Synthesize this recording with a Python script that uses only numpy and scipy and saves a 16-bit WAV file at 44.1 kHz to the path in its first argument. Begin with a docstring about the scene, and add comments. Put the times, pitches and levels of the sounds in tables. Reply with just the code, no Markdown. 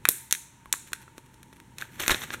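"""A small plastic zip packet is pressed close to the microphone: its stiff film buckles, releasing
elastic energy in sharp snaps and faint ticks. Then the hands turn it over, with dense crinkling,
rubbing fingers, a soft bump and the glint of a fine chain whose links collide inside.
A small room hums faintly and answers the snaps with a bright reverberation."""
import sys
import numpy as np
from scipy import signal
from scipy.fft import rfft, irfft, next_fast_len
from scipy.io import wavfile
from scipy.ndimage import uniform_filter1d, map_coordinates

SR = 44100
rng = np.random.default_rng(int(sys.argv[2]) if len(sys.argv) > 2 else 0)


def put_to_file(sound):
    """Save the sound as 16-bit audio at rate SR, in the file named by the first command-line argument."""
    columns = np.atleast_2d(sound).T  # one column per channel
    safe = np.clip(columns, -1, 1)
    whole_steps = np.round(safe * 32767)
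    wavfile.write(sys.argv[1], SR, whole_steps.astype(np.int16))


N = 105840
TIME = np.arange(N) / SR


def amp(db):
    """Amplitude ratio of a level in decibels."""
    return 10 ** (np.asarray(db) / 20)


def unit(x):
    """Normalisation to rms 1."""
    return x / np.sqrt(np.mean(x ** 2) + 1e-20)


def along(points, hz):
    """Interpolation of (frequency, value) points on a logarithmic frequency axis."""
    freqs, values = np.transpose(points)
    return np.interp(np.log(hz + 1), np.log(freqs + 1), values)


def envelope(points):
    """Amplitude envelope through (time, level) points, linear in decibels."""
    return amp(np.interp(TIME, *np.transpose(points), left=-100))


def filtered(x, response):
    """Linear filtering: the spectrum is multiplied by a frequency response."""
    size = next_fast_len(N + SR // 2)
    return irfft(rfft(x, size) * response(np.fft.rfftfreq(size, 1 / SR)), size)[:N]


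def minimum_phase(x, gain_db, size=4096):
    """Causal filtering: folding the cepstrum gives the minimum-phase response for gain_db(hz)."""
    cepstrum = irfft(np.log(amp(gain_db(np.fft.rfftfreq(size, 1 / SR)))))
    cepstrum[1:size // 2] *= 2
    cepstrum[size // 2 + 1:] = 0
    return signal.fftconvolve(x, irfft(np.exp(rfft(cepstrum))))[:N]


def noise(spectrum):
    """Spectrally shaped Gaussian noise, rms 1."""
    return unit(filtered(rng.standard_normal(N), lambda hz: amp(along(spectrum, hz))))


# spectrum of the room's background (frequency [Hz], gain [dB])
AIR_SPECTRUM = [(20, -19), (65, 3.5), (130, 0.5), (200, 0.5), (320, -3.5), (450, -13.5), (620, -16),
                (790, -15.5), (910, 4), (1060, -13), (1700, -11.5), (3500, -18.5), (9000, -20),
                (13000, -30), (16000, -34)]


def room_tone(air_db=-57.5, hum_hz=125.3, hum_db=-64.5):
    """Ambient noise: faint fan-like air and a hum with slight random phase modulation."""
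    knots_per_s = 6.3
    knots = rng.standard_normal(int(N * knots_per_s / SR) + 4)
    drift = map_coordinates(knots, [TIME * knots_per_s])
    hum = unit(np.sin(2 * np.pi * hum_hz * TIME + .4 * drift))
    return amp(air_db) * noise(AIR_SPECTRUM) + amp(hum_db) * hum


# envelope of the hands' rumble (time [s], level [dB])
RUMBLE_LEVELS = [(0, -53), (.4, -87), (.85, -59), (1.3, -59.5), (1.75, -57.5), (2.0, -51.5), (2.4, -50)]
# its spectrum (frequency [Hz], gain [dB])
RUMBLE_SPECTRUM = [(20, -12), (65, 2), (130, 7.5), (200, -2.5), (330, -2.5), (500, -11), (900, -37.5)]


def hand_rumble():
    """Handling noise: the moving hands make a soft low-frequency rumble."""
    return envelope(RUMBLE_LEVELS) * noise(RUMBLE_SPECTRUM)


# reflections from the table and things around it (delay [s], gain [dB])
NEAR_ECHOES = [(.0036, -17.5), (.0082, -21.5), (0.0162, -26), (.0215, -27), (0.0296, -27.5)]
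# reverberation time (frequency [Hz], T60 [s])
ROOM_T60 = [(200, 0.34), (900, 0.16), (2200, 0.68), (7000, 0.55), (11000, .34), (15000, 0.42)]
# strength of the diffuse tail (frequency [Hz], gain [dB])
ROOM_SEND = [(100, -99), (350, -7), (700, -29.5), (1500, -14.5), (3000, -18), (6000, -17), (9500, -9),
             (13000, -17), (16000, -14.5)]


def in_room(burst, build_up_s=.004):
    """Reverberation: direct sound, early reflections and a diffuse tail of decaying noise."""
    hz, t, spectra = signal.stft(rng.standard_normal(SR // 2), SR, nperseg=256)
    t60 = along(ROOM_T60, hz)[:, None]
    decay = amp(along(ROOM_SEND, hz)[:, None] - 60 * t / t60)
    decay *= np.sqrt(2 * np.log(1000) / (t60 * SR))  # energy independent of T60
    response = signal.istft(spectra * decay, SR, nperseg=256)[1]
    response *= 1 - np.exp(-np.arange(len(response)) / SR / build_up_s)
    response[:len(burst)] += burst
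    for delay, db in NEAR_ECHOES:
        response[round(delay * SR):][:len(burst)] += amp(db) * burst
    return response


def buckle(spread_s=.0007, ring_t60_s=.012, ring_db=1.5, ring_above_hz=1100, size=2048):
    """Dispersion: a bending wave arrives treble first, and the film rings briefly."""
    t, hz = np.arange(size) / SR, np.fft.rfftfreq(size, 1 / SR)
    delay = spread_s * (1 - np.sqrt(hz / hz[-1]))
    wave = np.exp(-2j * np.pi * np.cumsum(delay) * hz[1])
    ring = unit(rng.standard_normal(size) * amp(-60 * t / ring_t60_s)) / np.sqrt(size)
    high_pass = (1j * hz / (ring_above_hz + 1j * hz)) ** 2
    spectrum = wave + amp(ring_db) * rfft(ring) * high_pass
    smoothed = np.sqrt(uniform_filter1d(abs(spectrum) ** 2, 45))
    return irfft(spectrum / smoothed)[:size // 2]  # spectrally even


# buckles of the film (time [s], patch resonance [Hz], resonance height [dB],
# thud [dB], body [dB], crack [dB], sizzle [dB])
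SNAPS = [(0.0534, 2100, 3, -0.5, 18, -2.5, -0.5), (0.0883, 12620, 6, 11.5, 4, 12.5, 20),
         (0.3106, 7080, 3, -45, -2, -2, -4.5), (0.3257, 6280, 7.5, -1, 5, 8.5, 12),
         (0.3377, 3770, 3.5, -58, -1, -12, -26), (0.3496, 6200, 7, -41, -0.5, -10.5, -14),
         (0.6577, 1074, 11.5, -17, -13.5, -38, -27), (0.727, 7170, 5.5, -12.5, 3.5, 8.5, 9),
         (0.7385, 1020, 8.5, -6.5, 3.5, -22, -18), (0.9197, 1026, 6, -10.5, -20, -33, -25),
         (0.932, 1510, 11.5, -11, 1.5, -1.5, -3), (1.079, 1366, 7.5, -18, -17, -49.5, -42),
         (1.1805, 1550, 7, -3.5, -16.5, -19, -21), (1.3424, 1590, 4.5, -23, -33.5, -30, -35.5),
         (1.4305, 1830, 5.5, -34.5, -20.5, -25, -23), (1.5282, 1790, 3.5, -12, -25, -32, -42),
         (1.601, 1720, 0, -31, -16, -28, -26.5), (1.7839, 3640, -2.5, -32, -7, -8.5, -14),
         (1.813, 3650, 3, -37, -8.5, -12.5, -21), (1.822, 1530, 5.5, -32, 5.5, -29, -18),
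         (1.9982, 1480, 5, -18, 0, -7.5, -18), (2.0028, 2860, 14, 0, -12, -6, -8),
         (2.0356, 1830, 2, -16, 5, -11, -17), (2.063, 1770, 0, -19, 2.5, -13.5, -12),
         (2.08, 2160, 5, 10, 8, 8, 6), (2.0957, 1420, 5.5, 6.5, 17.5, -14, -29),
         (2.107, 2100, 10.5, 5.5, 7, 4.5, -12), (2.1174, 3780, 14, 10.5, -9.5, 1.5, -4),
         (2.1451, 3740, 8.5, 4.5, 4.5, -3.5, -31), (2.218, 3660, 7.5, -7.5, -4, -16, -29),
         (2.3045, 1640, 8, -4, -2.5, -9, -52), (2.3389, 1390, 5, -3.5, 0.5, -13, -27),
         (2.3437, 1330, 8.5, -1.5, -3, -35, -33)]
# centres of thud, body, crack and sizzle (frequency [Hz])
SNAP_BANDS = [420, 1700, 5500, 11500]
# colour common to all snaps (frequency [Hz], gain [dB])
FILM_SPECTRUM = [(30, -6.5), (130, -4.5), (350, 3), (500, -1.5), (800, -4.5), (1100, 1), (1600, 1.5),
                 (2200, 2), (2550, 3.5), (3000, -1.5), (3700, 6), (4500, 2.5), (7000, 2.5), (10000, -0.5),
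                 (13000, -2.5), (16000, -15.5)]


def snaps(half_width_hz=68, widening=.055):
    """Snap-through buckling: each patch of film flips, resonates at its own pitch and excites the room."""
    out = np.zeros(N + SR)
    for start, patch_hz, patch_db, *band_db in SNAPS:
        def colour(hz):
            detuning = (hz - patch_hz) / (half_width_hz + widening * patch_hz)
            balance = along(list(zip(SNAP_BANDS, band_db)), hz)
            return balance + along(FILM_SPECTRUM, hz) + patch_db / (1 + detuning ** 2)

        snap = minimum_phase(in_room(buckle()), colour)
        out[round(start * SR):][:len(snap)] += snap
    return out[:N]


def creases(per_s, spread_db, spectrum):
    """Shot noise: tiny buckles of random size at random moments, rms 1."""
    sizes = amp(spread_db * np.minimum(rng.exponential(size=N), 4)) * rng.choice([-1, 1], N)
    impulses = sizes * (rng.random(N) < per_s / SR)
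    return unit(minimum_phase(impulses, lambda hz: along(spectrum, hz)))


# fingertips shift their grip (centre time [s], half length [s], level [dB])
SLIDES = [(0.054, 0.016, -59), (0.88, 0.011, -48.5), (1.022, .015, -54), (1.182, 0.013, -56),
          (1.264, .005, -59.5), (1.342, 0.0077, -59.5), (1.533, 0.0051, -53), (1.565, 0.0075, -56.5),
          (1.948, 0.034, -53.5)]
# spectrum of a stroke (frequency [Hz], gain [dB])
SLIDE_SPECTRUM = [(200, -14.5), (900, -4), (1900, 5.5), (3000, 0.5), (6000, -3), (10000, -6), (13500, -4),
                  (16000, -21)]


def finger_slides():
    """Sliding friction: fingertips cross the film in short grainy strokes."""
    strokes = sum(amp(db) * np.exp(-((TIME - centre) / half) ** 2) for centre, half, db in SLIDES)
    return strokes * creases(per_s=1840, spread_db=2.5, spectrum=SLIDE_SPECTRUM)


# fingers push the packet (time [s], level [dB])
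BUMPS = [(0.086, -48), (.323, -52), (0.671, -43.5), (2.109, -23), (2.331, -60)]
# modes of packet and hand together (frequency [Hz], level [dB], T60 [s])
BUMP_MODES = [(65.6, 1.5, 0.085), (139, -6, 0.049), (367, -9.5, 0.036)]


def bumps(attack_s=.0047):
    """Damped oscillation: soft pushes rock the whole packet in the hand."""
    t, out = np.arange(SR // 5) / SR, np.zeros(N + SR)
    push = sum(amp(db - 60 * t / t60) * np.sin(2 * np.pi * hz * t) for hz, db, t60 in BUMP_MODES)
    push *= 1 - np.exp(-t / attack_s)
    for start, db in BUMPS:
        out[round(start * SR):][:len(t)] += amp(db) * push
    return out[:N]


# envelope of crumpling and rubbing (time [s], level [dB])
CRUMPLE_LEVELS = [(1.76, -70.5), (1.795, -48), (1.815, -41.5), (1.85, -53), (1.92, -69.5), (1.94, -90),
                  (1.993, -44), (2.0, -34.5), (2.035, -34.5), (2.055, -41.5), (2.09, -37.5), (2.114, -20),
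                  (2.13, -31.5), (2.16, -39), (2.205, -45.5), (2.24, -33.5), (2.26, -51), (2.29, -52),
                  (2.315, -46.5), (2.341, -32.5), (2.36, -53.5), (2.4, -55)]
# spectrum of both (frequency [Hz], gain [dB])
CRUMPLE_SPECTRUM = [(40, 0.5), (130, -6), (350, 1.5), (700, -0.5), (1100, 1), (1700, 7.5), (2800, 0.5),
                    (3700, 1.5), (5000, -5), (6300, -2), (11000, -9), (13800, -7), (16000, -25)]


def crumpling(crease_db=-2.5, rub_db=-3):
    """Buckling and friction: the film creases densely and rubs as the packet is turned."""
    crinkle = amp(crease_db) * creases(per_s=900, spread_db=3, spectrum=CRUMPLE_SPECTRUM)
    rub = amp(rub_db) * noise(CRUMPLE_SPECTRUM)
    return envelope(CRUMPLE_LEVELS) * (crinkle + rub)


# modes of a fine metal link (frequency [Hz], level [dB])
LINK_MODES = [(6120, -1), (7120, -13), (8650, -11), (12400, -1.5), (13300, -4), (13800, -1)]
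# envelope of the sliding chain (time [s], level [dB])
CHAIN_LEVELS = [(1.78, -75), (1.815, -56.5), (1.85, -73.5), (1.99, -69.5), (2.003, -39), (2.06, -44.5),
                (2.12, -36), (2.16, -52), (2.245, -50.5), (2.28, -68), (2.34, -58), (2.4, -72)]


def chain(hits_per_s=90, t60_s=.03, detune=.012, count=400):
    """Impact excitation: slightly unequal links collide at random and ring in their natural modes."""
    t, out = np.arange(SR // 12) / SR, np.zeros(N + SR)
    hz, db = np.transpose(LINK_MODES)[:, :, None]
    draws = rng.standard_normal((count, 2, len(LINK_MODES), 1))
    times = np.cumsum(rng.exponential(1 / hits_per_s, count))
    for start, (offset, strength) in zip(times[times < N / SR], draws):
        link_hz = hz * (1 + detune * offset)
        modes = strength * amp(db - 60 * t / t60_s) * np.sin(2 * np.pi * link_hz * t)
        out[round(start * SR):][:len(t)] += modes.sum(0)
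    return envelope(CHAIN_LEVELS) * unit(out[:N])


def scene():
    """Superposition: handling sounds convolved with the room's response, snaps and room tone."""
    handling = crumpling() + chain() + hand_rumble() + finger_slides() + bumps()
    rustle = signal.fftconvolve(handling, in_room(np.ones(1)))[:N]
    return (snaps() + rustle + room_tone())[None]


def record(dry):
    """Transduction: a notch in the microphone's response, then clipping and a steep low-pass."""
    notch_hz, width_hz, depth = 4860, 1270, .81
    ceiling, cutoff_hz = .9, 15950

    def notch(hz):
        damping = 1j * hz * width_hz
        return 1 - depth * damping / (notch_hz ** 2 - hz ** 2 + damping)

    clipped = np.clip(filtered(dry[0], notch), -ceiling, ceiling)
    return filtered(clipped, lambda hz: 1 / np.sqrt(1 + (hz / cutoff_hz) ** 160))[None]


dry = scene()
out = record(dry)
put_to_file(out)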